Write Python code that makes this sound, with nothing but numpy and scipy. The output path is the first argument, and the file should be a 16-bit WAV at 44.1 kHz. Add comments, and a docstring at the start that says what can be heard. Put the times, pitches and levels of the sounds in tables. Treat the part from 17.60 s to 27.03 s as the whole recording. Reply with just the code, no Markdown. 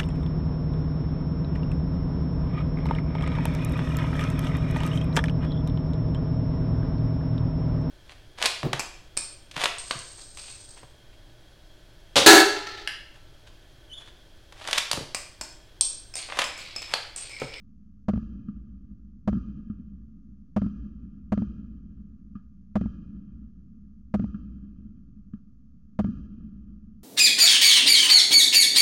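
"""Firecrackers at night, heard from inside a nest box high on a tower. A low hum (wandering sines), town noise
and microphone hiss (shaped noise) run throughout. From half a second in, seven blasts ring the box modes near
200 Hz and clip the microphone input; each cracks, slaps back off buildings and dies away in a long roll of
decaying noise. Six smaller pops, thump and knock without roll, fall in between."""
import sys
import numpy as np
from scipy import signal
from scipy.fft import rfft, irfft, next_fast_len
from scipy.io import wavfile

SR = 44100
rng = np.random.default_rng(int(sys.argv[2]) if len(sys.argv) > 2 else 0)


def unload_wav(signal):
    """Save mono or channel-first audio to the path in sys.argv[1] as 16-bit WAV at rate SR, clipped to [-1, 1]."""
    wavfile.write(
        sys.argv[1],
        SR,
        np.round(np.clip(np.atleast_2d(signal).T, -1, 1) * 32767).astype(np.int16),
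    )


N = 415951

# narrow resonances of the microphone housing: (frequency [Hz], width [Hz], level [dB])
HOUSING_MODES = [(1220, 101.5, 24.5), (1359, 115, 23), (1658, 93, 22.5), (2480, 82, 18), (2755, 160, 13.5),
                 (3112, 95, 17.5), (4840, 200, -1.5), (5960, 260, 0.5)]


def from_db(db):
    """Decibels to amplitude gain."""
    return 10 ** (np.asarray(db) / 20)


def at_hz(points, hz):
    """Interpolate a table on a log-frequency axis."""
    points = np.array(points)
    return np.interp(np.log(np.maximum(hz, 1)), np.log(points[:, 0]), points[:, 1])


def drift(per_s):
    """Random values, per_s of them a second, joined by straight lines."""
    return np.interp(np.arange(N) / SR * per_s, np.arange(N), rng.standard_normal(N))


def low_pass(x, hz, order):
    """Butterworth low-pass."""
    sos = signal.butter(order, min(hz, .45 * SR), fs=SR, output="sos")
    return signal.sosfilt(sos, x + 1e-18)   # tiny offset avoids denormals


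def impulses(times_s, levels_db):
    """One single-sample click for each time."""
    out = np.zeros(N)
    index = np.clip(np.round(np.asarray(times_s) * SR).astype(int), 0, N - 1)
    np.add.at(out, index, from_db(levels_db))
    return out


def convolve(x, response):
    """Play a signal through an impulse response."""
    return signal.fftconvolve(x, response)[:N]


def housing_gain(hz):
    """Gain of the microphone housing: steep peaks on a flat response."""
    peaks = 0
    for centre_hz, width_hz, db in HOUSING_MODES:
        peaks = peaks + from_db(db) / (1 + ((hz - centre_hz) / width_hz) ** 2) ** 2
    return 1 + peaks


def noise(spectrum, size, colour=np.ones_like):
    """Gaussian noise with a density table in dB per Hz and a further gain over frequency."""
    padded = next_fast_len(size, real=True)
    hz = np.fft.rfftfreq(padded, 1 / SR)
    shaped = rfft(rng.standard_normal(padded)) * from_db(at_hz(spectrum, hz)) * colour(hz)
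    return irfft(shaped, padded)[:size] * np.sqrt(SR / 2)   # white noise to unit power per Hz


def hum(wander_hz=.25, wander_per_s=0.98):
    """Steady low tones at nearby frequencies, each wandering slightly in pitch."""
    # steady tones: (frequency [Hz], rms level [dB])
    tones = [(38, -72.5), (50, -61.5), (60.3, -59.5), (68.8, -61)]
    out = np.zeros(N)
    for hz, db in tones:
        cycles = np.cumsum(hz + wander_hz * drift(wander_per_s)) / SR + rng.random()
        out += from_db(db) * np.sqrt(2) * np.sin(2 * np.pi * cycles)
    return out


def town():
    """Steady low noise of the town, coloured by the microphone housing."""
    # density ahead of the housing: (frequency [Hz], level [dB per Hz])
    town_density = [(22, -104), (36, -86), (55, -79.5), (84, -89), (110, -77), (150, -84.5), (200, -70.5),
                    (260, -82.5), (360, -105), (560, -116), (800, -131), (1500, -142), (5000, -150)]
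    return noise(town_density, N, housing_gain)


def hiss():
    """Steady noise of the microphone itself."""
    # density: (frequency [Hz], level [dB per Hz])
    hiss_density = [(500, -134), (3800, -135), (4700, -130), (5200, -132), (6300, -128), (7000, -133)]
    return noise(hiss_density, N)


def with_suction(clicks, after_s=.0023, share=.5):
    """A far blast is a push followed by a pull: an inverted, delayed copy."""
    pull = np.interp(np.arange(N) - np.round(after_s * SR), np.arange(N), clicks, left=0)
    return clicks - share * pull


def boom(clicks, blast_hz, front_hz, order):
    """A pressure pulse, its front rounded by the way it has come, sets the box modes ringing."""
    # air and panel modes ahead of the pulse filters: (frequency [Hz], level [dB], t60 [s])
    box_modes = [(59.75, -19, 0.56), (86.5, -14, 0.067), (204.14, 1.94, 0.075), (214, -10.5, 0.0091),
                 (326, -4, 0.018)]
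    # reflections close to the box: (delay [s], level [dB])
    near_walls = [(0, 0.5), (.00815, -5.5), (0.0103, -10)]
    t = np.arange(SR // 2) / SR
    ringing = sum(from_db(db - 60 * t / t60) * np.cos(2 * np.pi * hz * t) for hz, db, t60 in box_modes)
    pulse = low_pass(low_pass(ringing, blast_hz, order=1), blast_hz, order=1)
    reflections = impulses(*np.transpose(near_walls))[:len(t)]
    response = convolve(reflections, low_pass(pulse, front_hz, order=order))
    return convolve(clicks, response[:SR])


def crack(clicks, air_hz, knock_db, snap_t60, scatter_t60, scatter_db, rise_s=0.00055):
    """The sharp front knocks on the housing, then rattles round the box; the air dulls it with distance."""
    # density of the rattle ahead of the housing, also weights the knock: (frequency [Hz], level [dB per Hz])
    crack_density = [(300, -85), (550, -83.5), (850, -89), (1300, -88), (2000, -99), (2600, -99),
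                     (4400, -90), (6600, -96.5)]
    t = np.arange(SR) / SR
    knock = np.zeros(SR)
    for k, (hz, width_hz, db) in enumerate(HOUSING_MODES):
        age = np.pi * width_hz * t   # narrow resonances swell and fade more slowly
        swell = age * np.exp(1 - age)
        level = from_db(knock_db + db + at_hz(crack_density, hz))
        knock += (-1) ** k * level * np.sin(2 * np.pi * hz * t) * swell
    power = from_db(-60 * t / snap_t60) ** 2 + from_db(scatter_db - 60 * t / scatter_t60) ** 2
    power = power * (1 - np.exp(-(t / rise_s) ** 2))
    envelope = np.sqrt(np.maximum(convolve(clicks ** 2, power), 0))
    rattle = envelope * noise(crack_density, N, housing_gain)
    return low_pass(convolve(clicks, knock) + rattle, air_hz, order=1)


def roll(clicks, build_s=0.045, lumpy_db=1.5, lumps_per_s=35):
    """Countless far echoes as noise: builds up, dies away unevenly, the bass lasting longest."""
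    # density ahead of the housing and the decay: (frequency [Hz], level [dB per Hz])
    roll_density = [(20, -82.5), (42, -61), (58, -50), (85, -65.5), (145, -66), (180, -60), (205, -51.5),
                    (230, -60.5), (270, -64), (320, -72), (400, -89.5), (580, -94.5), (820, -113),
                    (2000, -122), (4000, -115), (6600, -118)]
    # decay: (frequency [Hz], t60 [s])
    roll_decay = [(60, 3.83), (200, 3.54), (550, 2.55), (1300, 2.58), (2800, 2.04), (6000, 1.4)]
    t = np.arange(3 * SR) / SR
    size = next_fast_len(N, real=True)
    hz = np.fft.rfftfreq(size, 1 / SR)
    wash = rfft(noise(roll_density, size, housing_gain))
    out = np.zeros(N)
    centres_hz, t60s = np.transpose(roll_decay)
    # overlapping bands that sum to the whole wash
    for share, t60 in zip(np.eye(len(centres_hz)), t60s):
        band = irfft(wash * at_hz(np.c_[centres_hz, share], hz), size)[:N]
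        decay = (1 - np.exp(-(t / build_s) ** 2)) * from_db(-60 * t / t60)
        out += band * np.sqrt(np.maximum(convolve(clicks ** 2, decay ** 2), 0))
    return out * from_db(lumpy_db * drift(lumps_per_s))


def bangs(sound_m_per_s=343):
    """Like charges at slightly different spots arrive directly, off the buildings, and as a long roll."""
    # big bangs: (time [s], offset of the burst from the usual spot [m], crack level [dB])
    blasts = [(.4831, -1.3, -.5), (1.675, -.62, .5), (2.963, .17, 1.5), (3.7203, .04, .5), (5.1548, .7, 0),
              (6.5394, .42, -1), (8.3894, -.09, -.5)]
    # off buildings: (delay from the usual spot [s], extra path per offset [m/m], thump [dB], crack [dB])
    echo_paths = [(0.0527, .74, -12, -9), (0.0679, 1.37, -19, -19.5), (.0789, 1.59, -17.5, -16.5),
                  (0.0963, 1.93, -13.5, -24)]
    at_s, offset_m, crack_level_db = np.transpose(blasts)
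    direct = impulses(at_s, 0)
    bodies, fronts = 0, 0
    for delay_s, path_per_m, thump_db, front_db in echo_paths:
        arrivals_s = at_s + delay_s + path_per_m * offset_m / sound_m_per_s
        bodies = bodies + impulses(arrivals_s, thump_db)
        fronts = fronts + impulses(arrivals_s, front_db + crack_level_db)
    thump = boom(direct, blast_hz=197.4, front_hz=393, order=2)
    snap = crack(impulses(at_s, crack_level_db), air_hz=14000, knock_db=24.0,
                 snap_t60=0.082, scatter_t60=0.85, scatter_db=-21)
    echoes = boom(with_suction(bodies, share=1.196), blast_hz=120.8, front_hz=335, order=4)
    slaps = crack(fronts, air_hz=5000, knock_db=22.5, snap_t60=0.021, scatter_t60=0.45, scatter_db=-11.5)
    return thump + snap + echoes + slaps + roll(direct)


def pops():
    """Small crackers: a dull thump and a knock, without roll."""
    # small pops: (time [s], thump level [dB], crack level [dB])
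    small_pops = [(0.8836, -22.5, -19), (1.8478, -33, -26.5), (2.0979, -20, -19.5), (4.7523, -26.5, -15.5),
                  (6.7432, -23.5, -13.5), (7.7341, -23.5, -21)]
    at_s, thump_db, crack_db = np.transpose(small_pops)
    pushes = with_suction(impulses(at_s, thump_db), share=.8)
    thumps = boom(pushes, blast_hz=168, front_hz=305, order=4)
    knocks = crack(impulses(at_s, crack_db), air_hz=1900, knock_db=27,
                   snap_t60=0.05, scatter_t60=0.33, scatter_db=-7.5, rise_s=.002)
    return thumps + knocks


def scene():
    """Crackers over a low hum, the town's noise and the microphone's hiss, one channel."""
    return (hum() + town() + hiss() + bangs() + pops())[None]


def record(dry):
    """A dull microphone drives its input stage into hard clipping; the converter adds faint noise."""
    mic_top_hz, cutoff_hz = 7030, 16000
    clip_level, bias, converter_rms_db = 0.1143, .0025, -99
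    clipped = np.clip(low_pass(dry, mic_top_hz, order=20), -clip_level - bias, clip_level - bias)
    out = clipped + from_db(converter_rms_db) * rng.standard_normal(dry.shape)
    return low_pass(out, cutoff_hz, order=20) + bias


dry = scene()
out = record(dry)
unload_wav(out)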